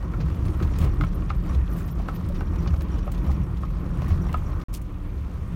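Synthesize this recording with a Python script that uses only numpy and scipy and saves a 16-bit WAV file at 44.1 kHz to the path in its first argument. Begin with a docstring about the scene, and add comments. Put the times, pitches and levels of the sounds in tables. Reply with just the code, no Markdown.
"""Road noise fills a pickup cab on a rough, wet dirt track: filtered noise for body boom, axle drone and tyre
roar. The engine throbs below as one unsteady low tone; ruts, suspension and a loose panel ring as decaying
modes. Grit and drops tick as noise bursts, keys jingle and a small part chirps as high modes. A short silence
leads to a quieter, smoother stretch, with splashes of noise and steady engine tones."""
import sys
import numpy as np
from scipy import signal
from scipy.fft import rfft, irfft
from scipy.io import wavfile
from scipy.ndimage import uniform_filter1d

SR = 44100
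rng = np.random.default_rng(int(sys.argv[2]) if len(sys.argv) > 2 else 0)


def convert_level_to_amplitude(level_db):
    """Map a level in decibels to its linear amplitude factor."""
    exponent = np.asarray(level_db, float) / 20
    return 10 ** exponent


def log_audio(samples):
    """Write samples as a 16-bit WAV file to the path given in sys.argv[1]."""
    # one column per channel
    frames = np.atleast_2d(samples).T
    # limit to full scale, then quantise
    limited = np.clip(frames, -1, 1)
    pcm = np.round(limited * 32767).astype(np.int16)
    wavfile.write(sys.argv[1], SR, pcm)


N = 244755
T = np.arange(N) / SR
# silence between the rough and the smoother stretch: start_s, end_s
SILENCE = (4.638, 4.684)


def unit(x):
    """Normalisation: scale to rms 1."""
    return x / np.sqrt(np.mean(x ** 2))


def resonate(x, hz, width):
    """Two-pole resonance: a damped mode passes a band of the given width in Hz."""
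    return signal.lfilter(*signal.iirpeak(hz, hz / width, fs=SR), x)


def walk(rate):
    """Slow random modulation: normal values held 1 / rate s, then smoothed twice."""
    k = int(SR / rate)
    held = np.repeat(rng.standard_normal(N // k + 1), k)
    return uniform_filter1d(uniform_filter1d(held, k), k)[:N]


def coloured(x, spectrum):
    """Spectral shaping: weight x by relative (hz, db) points, then normalise to rms 1."""
    hz, db = np.transpose(spectrum)
    log_hz = np.log(np.fft.rfftfreq(N, 1 / SR) + 1)
    return unit(irfft(rfft(x) * convert_level_to_amplitude(np.interp(log_hz, np.log(hz), db)), N))


def grit(rate, spread, smear_s):
    """Random impact process: grains of uneven size, rate per second, each with a short noisy tail."""
    size_db = spread * np.minimum(rng.exponential(size=N), 3.0)
    grains = (rng.random(N) < rate / SR) * convert_level_to_amplitude(size_db)
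    fade = [1, -np.exp(-1 / (smear_s * SR))]
    envelope = signal.lfilter([1], fade, signal.lfilter([1], fade, grains))
    return unit(envelope * rng.standard_normal(N))


def ring(hz, t60, rise_s):
    """Free vibration of one struck mode: a sine with a rounded onset and exponential decay."""
    t = T[:int(t60 * SR)]
    return np.sin(2 * np.pi * hz * t) * convert_level_to_amplitude(-60 * t / t60) * (1 - np.exp(-t / rise_s))


def add(out, s, x):
    """Superposition: mix x into out from time s."""
    i = int(s * SR)
    out[i:i + len(x)] += x[:N - i]


def swell(peak_s, rise_s, fall_s):
    """Transient modulation: a bell-shaped hump of height 1 with its own rise and fall."""
    t = T - peak_s
    return np.exp(-(t / np.where(t < 0, rise_s, fall_s)) ** 2)


def body(modes, even):
    """Forced vibration: noise drives body modes; dividing by a power of their level evens the swings."""
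    x = 0
    for hz, width, db in modes:
        mode = resonate(resonate(rng.standard_normal(N), hz, width), hz, 2 * width)
        x = x + convert_level_to_amplitude(db) * mode / np.sqrt(width)
    swing = uniform_filter1d(x ** 2, int(.06 * SR)) + 1e-12
    return unit(x / swing ** (even / 2))


def patchy(spectrum, lo_hz, count, shared, flicker_db, grain):
    """Band-wise modulation: half-octave noise bands flicker and crunch independently."""
    x = 0
    rough = np.where(T < SILENCE[1], 1, 0.76)  # less crunch and flicker on the smoother stretch
    for hz in lo_hz * 2 ** (np.arange(count) / 2):
        band = rng.standard_normal(N) * convert_level_to_amplitude(rough * (shared + flicker_db * walk(18)))
        band = band + grain * rough * grit(90, 5.1, 0.0018)
        x = x + resonate(resonate(band, hz, hz / 2), hz, hz / 2)
    return coloured(x, spectrum)


def road():
    """Structure-borne and contact noise: boom, drone, roar and hiss follow the track's roughness."""
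    # roughness on each of the two stretches: time_s, boom_db, drone_db, roar_db
    track = [
        [(0.0, -27.5, -37, -41.5), (.4, -31, -33, -39.5), (.75, -26, -33.5, -38.5), (1.1, -27, -32, -40.5),
         (1.4, -27.5, -31.5, -39.5), (2.1, -34, -32, -39.5), (2.55, -25, -32, -40), (3.2, -32, -32, -40),
         (3.56, -31, -35, -42), (4.05, -27.5, -29, -38), (4.25, -25, -28.5, -37), (4.63, -33, -37, -41)],
        [(4.69, -37, -39, -44.5), (5.0, -32.5, -43, -43.5), (5.3, -32, -40, -41.5), (5.55, -31, -32.5, -41)],
    ]
    # bumps that swell the road noise: peak_s, boom_db, drone_db, roar_and_hiss_db
    bumps = [(.21, -6, 7.5, 2), (.31, 10, -0.5, 0), (.46, 11.5, 1.5, -1), (.62, 5, 4, 3),
             (0.853, 4, 12, 5.5), (1.04, 1.5, 8.5, 1), (1.52, 3, 2, 2.5), (1.839, 2.5, -1, 1),
             (1.95, 6.5, -0.5, -2.5), (2.63, -1, 3.5, 2), (2.721, -2, 5.5, 1), (3.28, -12, 4, 3),
             (3.4, 5, 9, 0), (4.12, -1, -0.5, -0.5), (4.55, 7, -5, 0), (5.01, 0.5, -3, -1),
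             (5.22, 3.5, 2.5, -1.5)]
    # modes of cab air and floor pan: centre_hz, width_hz, relative_db
    boom_modes = [(65.6, 17.8, -3), (88, 17.8, -8.5)]
    # modes of the axle drone: centre_hz, width_hz, relative_db
    axle_modes = [(125.3, 25.5, 2), (168.5, 22.2, 1.5), (192.4, 27, -7.5)]
    # spectrum of the tyre roar: frequency_hz, relative_db (per Hz)
    tyre_spectrum = [(130, -21), (220, -0.5), (249, -3.5), (314, 0.5), (430, -10.5), (491, -10), (792, -18),
                     (981, -14), (1100, -13.5), (1260, -14.5), (1570, -25.5), (1730, -32.5), (1860, -21),
                     (2020, -46), (2500, -33), (3250, -68), (5500, -120)]
    # spectrum of the gravel hiss: frequency_hz, relative_db (per Hz)
    gravel_spectrum = [(1180, 1.5), (2000, 0.5), (2490, -1.5), (4820, -12), (5780, -12), (7640, -17.5),
                       (9410, -16.5), (10400, -22.5), (11200, -15.5), (14000, -17.5), (16000, -12)]
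    # small parts rattling on the rough stretch: centre_hz, width_hz, mean_level_db
    small_parts = [(1127, 280, -58), (306, 80, -52.5), (5530, 230, -84), (11200, 650, -80),
                   (14400, 600, -79), (1872, 22, -67.5)]

    s, *columns = np.vstack(track).T
    humps = np.array([swell(b[0], rise_s=0.047, fall_s=0.033) for b in bumps])
    steady_db = np.array([np.interp(T, s, c) for c in columns])
    boom_db, axle_db, roar_db = steady_db + np.array(bumps)[:, 1:].T @ humps
    # the hiss falls less than the roar on the smoother stretch
    hiss_db = roar_db - 16.5 + 1.5 * (T > SILENCE[1])

    jolt = walk(29.91)
    roar = patchy(tyre_spectrum, 191.2, count=9, shared=2.07 * jolt, flicker_db=2.0, grain=0.38)
    hiss = patchy(gravel_spectrum, 1580, count=7, shared=1.1 * jolt, flicker_db=-3.5, grain=0.84)
    rumble = unit(resonate(resonate(rng.standard_normal(N), 24.0, 32), 32.5, 19)) * convert_level_to_amplitude(-38)
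    # loose parts shake harder where the gravel hiss is louder
    shake = convert_level_to_amplitude(0.63 * (hiss_db - hiss_db.mean())) * (T < SILENCE[0])
    rattle = sum(convert_level_to_amplitude(db) * unit(resonate(grit(60, 5.0, 0.0026), hz, width)) for hz, width, db in small_parts)

    boom = convert_level_to_amplitude(boom_db) * body(boom_modes, 0.12)
    drone = convert_level_to_amplitude(axle_db) * body(axle_modes, 0.21)
    return boom + drone + convert_level_to_amplitude(roar_db) * roar + convert_level_to_amplitude(hiss_db) * hiss + rumble + shake * rattle


def engine():
    """Frequency and amplitude modulation: the firing tone is shaken in pitch and level."""
    # level of the throb before shaking: time_s, level_db
    throb = [(0.0, -24), (0.296, -32), (.55, -29), (1.1, -28.5), (1.799, -30), (2.4, -29.5), (2.75, -30.5),
             (3.151, -28), (3.6, -34.5), (4.3, -25.5), (4.63, -29.5), (4.8, -33.5), (5.1, -36), (5.55, -37)]
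    s, db = np.transpose(throb)
    pitch_hz = 42.6 * (1 + 0.197 * walk(25) + 0.16 * walk(9))
    phase = 2 * np.pi * np.cumsum(pitch_hz) / SR
    return np.sqrt(2) * np.sin(phase) * convert_level_to_amplitude(np.interp(T, s, db) + 4.2 * walk(22.06))


def ruts():
    """Impulse response of the cab: each deep rut rings one low mode."""
    # deep ruts: start_s, level_db, pitch_hz, t60_s
    deep_ruts = [(0.644, -10.5, 80, 0.1), (0.829, -8.5, 72, .1), (0.874, -16, 68, .3),
                 (1.553, -10.5, 64.3, 0.31), (2.702, -12, 74, 0.27), (3.269, -11, 68, 0.35),
                 (4.108, -9, 84.8, 0.23)]
    out = np.zeros(N)
    for s, db, hz, t60 in deep_ruts:
        add(out, s, convert_level_to_amplitude(db) * ring(hz, t60, 0.0045))
    return out


def thumps():
    """Impulse response of the suspension: two modes ring, the lower one weaker."""
    # suspension thumps: start_s, level_db, pitch_hz
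    jolts = [(0.203, -29.5, 457), (0.785, -31.5, 420), (1, -24, 298), (0.24, -20, 158), (0.616, -22.5, 130),
             (0.612, -23, 348), (0.493, -30, 330), (0.659, -29.5, 336), (2.3, -30, 566), (2.342, -31, 340),
             (2.98, -31.5, 440), (3.068, -28.5, 586), (3.3, -32, 800), (4.34, -34, 920)]
    out = np.zeros(N)
    for s, db, hz in jolts:
        add(out, s, convert_level_to_amplitude(db) * ring(hz, 32.0 / hz, 0.00062))  # dies by 60 dB in 32 cycles
        add(out, s, convert_level_to_amplitude(db - 13.0) * ring(0.62 * hz, 0.12, 0.0043))
    return out


def knocks():
    """Modal superposition: blows ring panel modes, neighbours in opposite phase, over a dry crack."""
    # blows on the loose panel: start_s, blow_db, low_modes_db, high_modes_db, strongest_hz
    blows = [(0.137, -26.5, -15, -16, 1420), (0.466, -34.5, -30, -12, 1102), (0.601, -28.5, -25, -11, 1420),
             (1.01, -18, -15, -9, 1420), (1.0374, -21, -10.5, -10, 1220), (1.303, -18, -14, -14, 1380),
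             (1.4959, -30.5, -9, -14, 1070), (1.998, -34.5, 2.5, -7, 1100), (2.0853, -20.5, -8, -17, 1250),
             (2.4085, -26, -7, -10, 1420), (2.6608, -30, -7, -12, 1070), (2.7383, -32.5, -3, -5, 1400),
             (3.0765, -27, -1, -20, 1220), (3.292, -31, -17, -24, 1110), (3.633, -24, -9.5, -23, 1180),
             (4.0193, -27, -8, -16, 970), (4.0814, -31, -21, -17, 980), (4.3277, -42, -8, 6, 1100),
             (4.3425, -15, -8.5, -19.5, 1285), (0.617, -38, -13, -14, 1300), (0.737, -36, -12, -21, 1090),
             (0.825, -29, -3, -6, 980), (0.874, -33.5, -11, -3, 1000), (1.222, -34.5, -14, -5, 1060),
             (2.059, -35, -12, -12, 1080), (5.247, -38, -19, -16, 1180), (4.105, -31.5, -2, -8, 1000),
             (4.293, -35, -14, 0, 1070), (4.531, -34, -8, -10, 1030)]
    # modes of the panel: nominal_hz, relative_db, t60_s
    panel = [(603, 2, 0.023), (772, -5.5, 0.051), (1070, -6.5, 0.056), (1292, -7, 0.044), (1420, -7, 0.03),
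             (1820, -10, 0.014), (2266, -3, 0.031), (2774, -9.5, 0.028)]
    out, crack = np.zeros(N), np.zeros(N)
    chance = rng.standard_normal((len(blows), len(panel), 2))
    signs = (-1) ** np.arange(len(panel))  # opposed starts make the ring swell
    t = T[:int(.06 * SR)]
    crack_shape = np.exp(-t / 0.0016) + 0.39 * np.exp(-t / 0.011)
    for (s, db, low_db, high_db, best_hz), c in zip(blows, chance):
        for (hz, mode_db, t60), (a, b), sign in zip(panel, c, signs):
            if hz < 900:
                tilt_db = low_db
            elif hz > 1600:
                tilt_db = high_db
            else:
                tilt_db = 5 - 33 * abs(np.log2(hz / best_hz))
            blow_db = db + tilt_db + mode_db + 0.5 * a
            blow = sign * convert_level_to_amplitude(blow_db) * ring(hz * (1 + 0.028 * b), t60, 0.0014)
            add(out, s, blow)
            # the panel slaps back once, about 11 ms later
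            add(out, s + 0.011 * (1 + 0.174 * np.tanh(a)), convert_level_to_amplitude(-21) * blow)
        add(crack, s - .0003, convert_level_to_amplitude(db + .5 * high_db - 8) * crack_shape)
    crack_spectrum = [(400, -25), (900, 8.5), (1400, 5), (2500, -1.5), (4500, -12.5), (8000, -39)]
    return out + crack * coloured(rng.standard_normal(N), crack_spectrum)


def ticks():
    """Impact noise: grit and drops on the bodywork make dull and bright bursts with a sharp contact."""
    # single ticks: start_s, dull_db, bright_db, length_ms (at least 0.5 is used)
    single_ticks = [(0.202, -45, -69, 12), (0.452, -46, -53, 8.3), (0.482, -47.5, -67, 4.4),
                    (0.626, -39.5, -51, 7), (0.737, -45, -62, 4), (0.754, -47.5, -73, 10),
                    (0.7852, -43, -39.5, 4.9), (1.046, -56, -52, 3.5), (0.804, -46.5, -48, 19),
                    (0.841, -45, -47, 6.2), (1.009, -44, -54, 6.8), (1.293, -47, -65, 10),
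                    (1.533, -48.5, -59, 6), (1.547, -47, -58, 4), (1.773, -53, -50.5, 29),
                    (1.877, -50.5, -55, 13), (2.082, -48, -55, 7.5), (2.154, -50, -69, 3.9),
                    (2.2871, -48, -48, 4.3), (2.345, -49, -62, 17), (2.674, -38, -68, 5.4),
                    (2.76, -49, -64, 5), (2.8078, -43.5, -50, 4.1), (2.819, -45, -47, 2),
                    (2.983, -45, -58, 6.3), (3.118, -45, -41.5, 4.3), (3.147, -44.5, -57, 5.6),
                    (3.179, -46, -57, 2.9), (3.244, -49, -68, 3.6), (3.305, -49, -53, 16),
                    (4.082, -47, -49, 10), (4.0205, -46, -55, 1.1), (4.106, -45.5, -64, 11),
                    (4.329, -42.5, -39.5, 0.82), (4.371, -60, -52, 3.1), (4.816, -78, -49.5, 5.1),
                    (5.101, -52, -73, 4.3)]
    low, high, click = np.zeros((3, N))
    # 11 faint ticks scattered over the rough stretch
    faint = [(a * SILENCE[0], -54.5 + 6 * b, -64 + 6 * c, 6.1 * (0.44 + d))
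             for a, b, c, d in rng.random((11, 4))]
    for s, db, high_db, length_ms in single_ticks + faint:
        length_ms = max(length_ms, .5)
        t_ms = T[:int(.1 * SR)] * 1000
        t = t_ms / length_ms
        burst = np.exp(-t) * (1 - np.exp(-t / 0.5))
        burst = burst / burst.max() + convert_level_to_amplitude(2) * np.exp(-t_ms / 0.59)  # sharp first contact
        add(click, s, np.array([convert_level_to_amplitude(db + 8) / length_ms]))  # weaker as ticks get longer
        add(low, s, convert_level_to_amplitude(db) * burst)
        add(high, s, convert_level_to_amplitude(high_db) * burst)
    dull_spectrum = [(1200, 13.5), (2300, 11.0), (5000, 5.0), (7000, -3.0), (9000, -58)]
    bright_spectrum = [(5000, -7), (7000, 1.0), (10500, -1.5), (14000, -2.5), (16000, 5.5)]
    dull = coloured(grit(3000, 1.1, 0.00082), dull_spectrum)
    bright = coloured(rng.standard_normal(N), bright_spectrum)
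    return low * dull + high * bright + resonate(click, 2200, 2600)


def jingle():
    """Modal excitation: keys brush together, ringing most in the modes near the pitch struck."""
    # key strikes: start_s, level_db, strongest_hz
    strikes = [(0.353, -44, 14500), (0.458, -49, 10500), (0.5691, -48, 14600), (0.9386, -47, 14500),
               (1.0186, -46, 14150), (1.145, -37.5, 13300), (1.7015, -42, 14100), (1.726, -37, 13300),
               (1.765, -36, 14400), (1.8587, -39, 14500), (1.9108, -35, 14800), (2.1473, -35.5, 14500),
               (2.819, -42, 14400)]
    # modes of the keys: pitch_hz, relative_db
    key_modes = [(14550, -9), (14150, -11), (13300, -8), (10500, -4), (9700, 4)]
    out = np.zeros(N)
    chance = rng.random((len(strikes), len(key_modes), 3, 2))
    for (s, db, best_hz), c in zip(strikes, chance):
        for (hz, mode_db), touches in zip(key_modes, c):
            level_db = db + mode_db - 45 * abs(np.log2(hz / best_hz))
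            # a flurry of three touches, each later one softer and further detuned
            for k, (detune, late) in enumerate(touches):
                touch = ring(hz * (1 + 0.028 * k * (detune - .5)), 0.037, 0.0013)
                add(out, s + 0.0077 * k * late, convert_level_to_amplitude(level_db - 1.8 * k) * touch)
    return out


def chirps():
    """Beating of close modes: a small loose part sounds four detuned tones and an overtone."""
    # single chirps: start_s, level_db
    single_chirps = [(.99, -47), (1.49, -45), (2.3865, -45), (2.583, -44.5), (2.9143, -46), (3.025, -51),
                     (3.31, -50), (4.0821, -47), (4.217, -43), (2.35, -60.5), (2.465, -54), (2.65, -59),
                     (2.94, -46), (3.27, -48), (4.265, -45), (4.4593, -45)]
    out = np.zeros(N)
    t60_s = 0.059
    # 26 faint chirps scattered over the rough stretch
    faint = [(a * SILENCE[0], -57.5 + 7 * b) for a, b in rng.random((26, 2))]
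    every = single_chirps + faint
    for (s, db), c in zip(every, rng.standard_normal((len(every), 4))):
        for detune in c:
            add(out, s, convert_level_to_amplitude(db - 6.5) * ring(5700 * (1 + 0.0287 * detune), t60_s, 0.0052))
        add(out, s, convert_level_to_amplitude(db - 12 + 4 * c[0]) * ring(7000, t60_s, 0.0048))
    return out


def spray():
    """Turbulent splash noise: puddle water on the wheel arch holds briefly, then decays exponentially."""
    # splashes: start_s, level_db, hold_s
    splashes = [(4.729, -51, 0.0074), (4.739, -42, 0.0078), (4.755, -46, 0.0031)]
    shape = np.zeros(N)
    for s, db, hold_s in splashes:
        decay_db = 60 * np.maximum(T - s - hold_s, 0) / 0.077  # t60 of 77 ms
        shape = shape + convert_level_to_amplitude(db - decay_db) * (T > s)
    water = rng.standard_normal(N) + 1.3 * grit(900, 2.9, 0.00099)
    hiss = coloured(water, [(1800, -10), (2800, 0.5), (6000, 0.0), (10500, -2.0), (13500, -0.5), (16000, -8.0)])
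    return hiss * uniform_filter1d(shape, int(0.001 * SR))


def hum():
    """Tonal excitation: steady engine orders waver in level and stand out on the smoother stretch."""
    # engine orders: pitch_hz, level_db
    tones = [(107.7, -39.5), (183.0, -43), (290.7, -52.5)]
    # span in which they rise and fade: start_s, end_s
    smooth_span = (4.72, 5.3)
    start_s, end_s = smooth_span
    arch = np.sin(np.pi * np.clip((T - start_s) / (end_s - start_s), 0, 1)) ** .5
    return arch * sum(np.sqrt(2) * convert_level_to_amplitude(db + 2.0 * walk(7.0)) * np.sin(2 * np.pi * hz * T) for hz, db in tones)


def cab(x):
    """Reverberation by convolution: short dense reflections off glass and dashboard."""
    t = T[:int(.08 * SR)]
    tail = unit(rng.standard_normal(len(t))) * convert_level_to_amplitude(-60 * t / 0.13) * (t > .002)
    return x + convert_level_to_amplitude(-35.0) * signal.fftconvolve(x, tail)[:N]


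def scene():
    """Superposition of road, engine and spray with the small hits reflected in the cab."""
    steady = engine() + hum() + road() + spray()
    hits = knocks() + thumps() + ruts() + ticks() + jingle() + chirps()
    return (steady + cab(hits))[None]


def band_limit(x):
    """A steep low-pass at the top of the band."""
    return signal.sosfilt(signal.butter(12, 16270, fs=SR, output="sos"), x)


def record(dry):
    """Band limiting: the microphone drops the deepest bass and the top; a gate silences the join."""
    x = signal.sosfilt(signal.butter(2, 22, "high", fs=SR, output="sos"), dry)
    x = signal.sosfilt(signal.ellip(8, .2, 60, 15850, fs=SR, output="sos"), x)
    outside_s = np.maximum(SILENCE[0] - T, T - SILENCE[1])
    gate = np.clip(outside_s / 0.000062, 0, 1)  # ramps of 62 microseconds
    return band_limit(x * gate)


dry = scene()
out = record(dry)
log_audio(out)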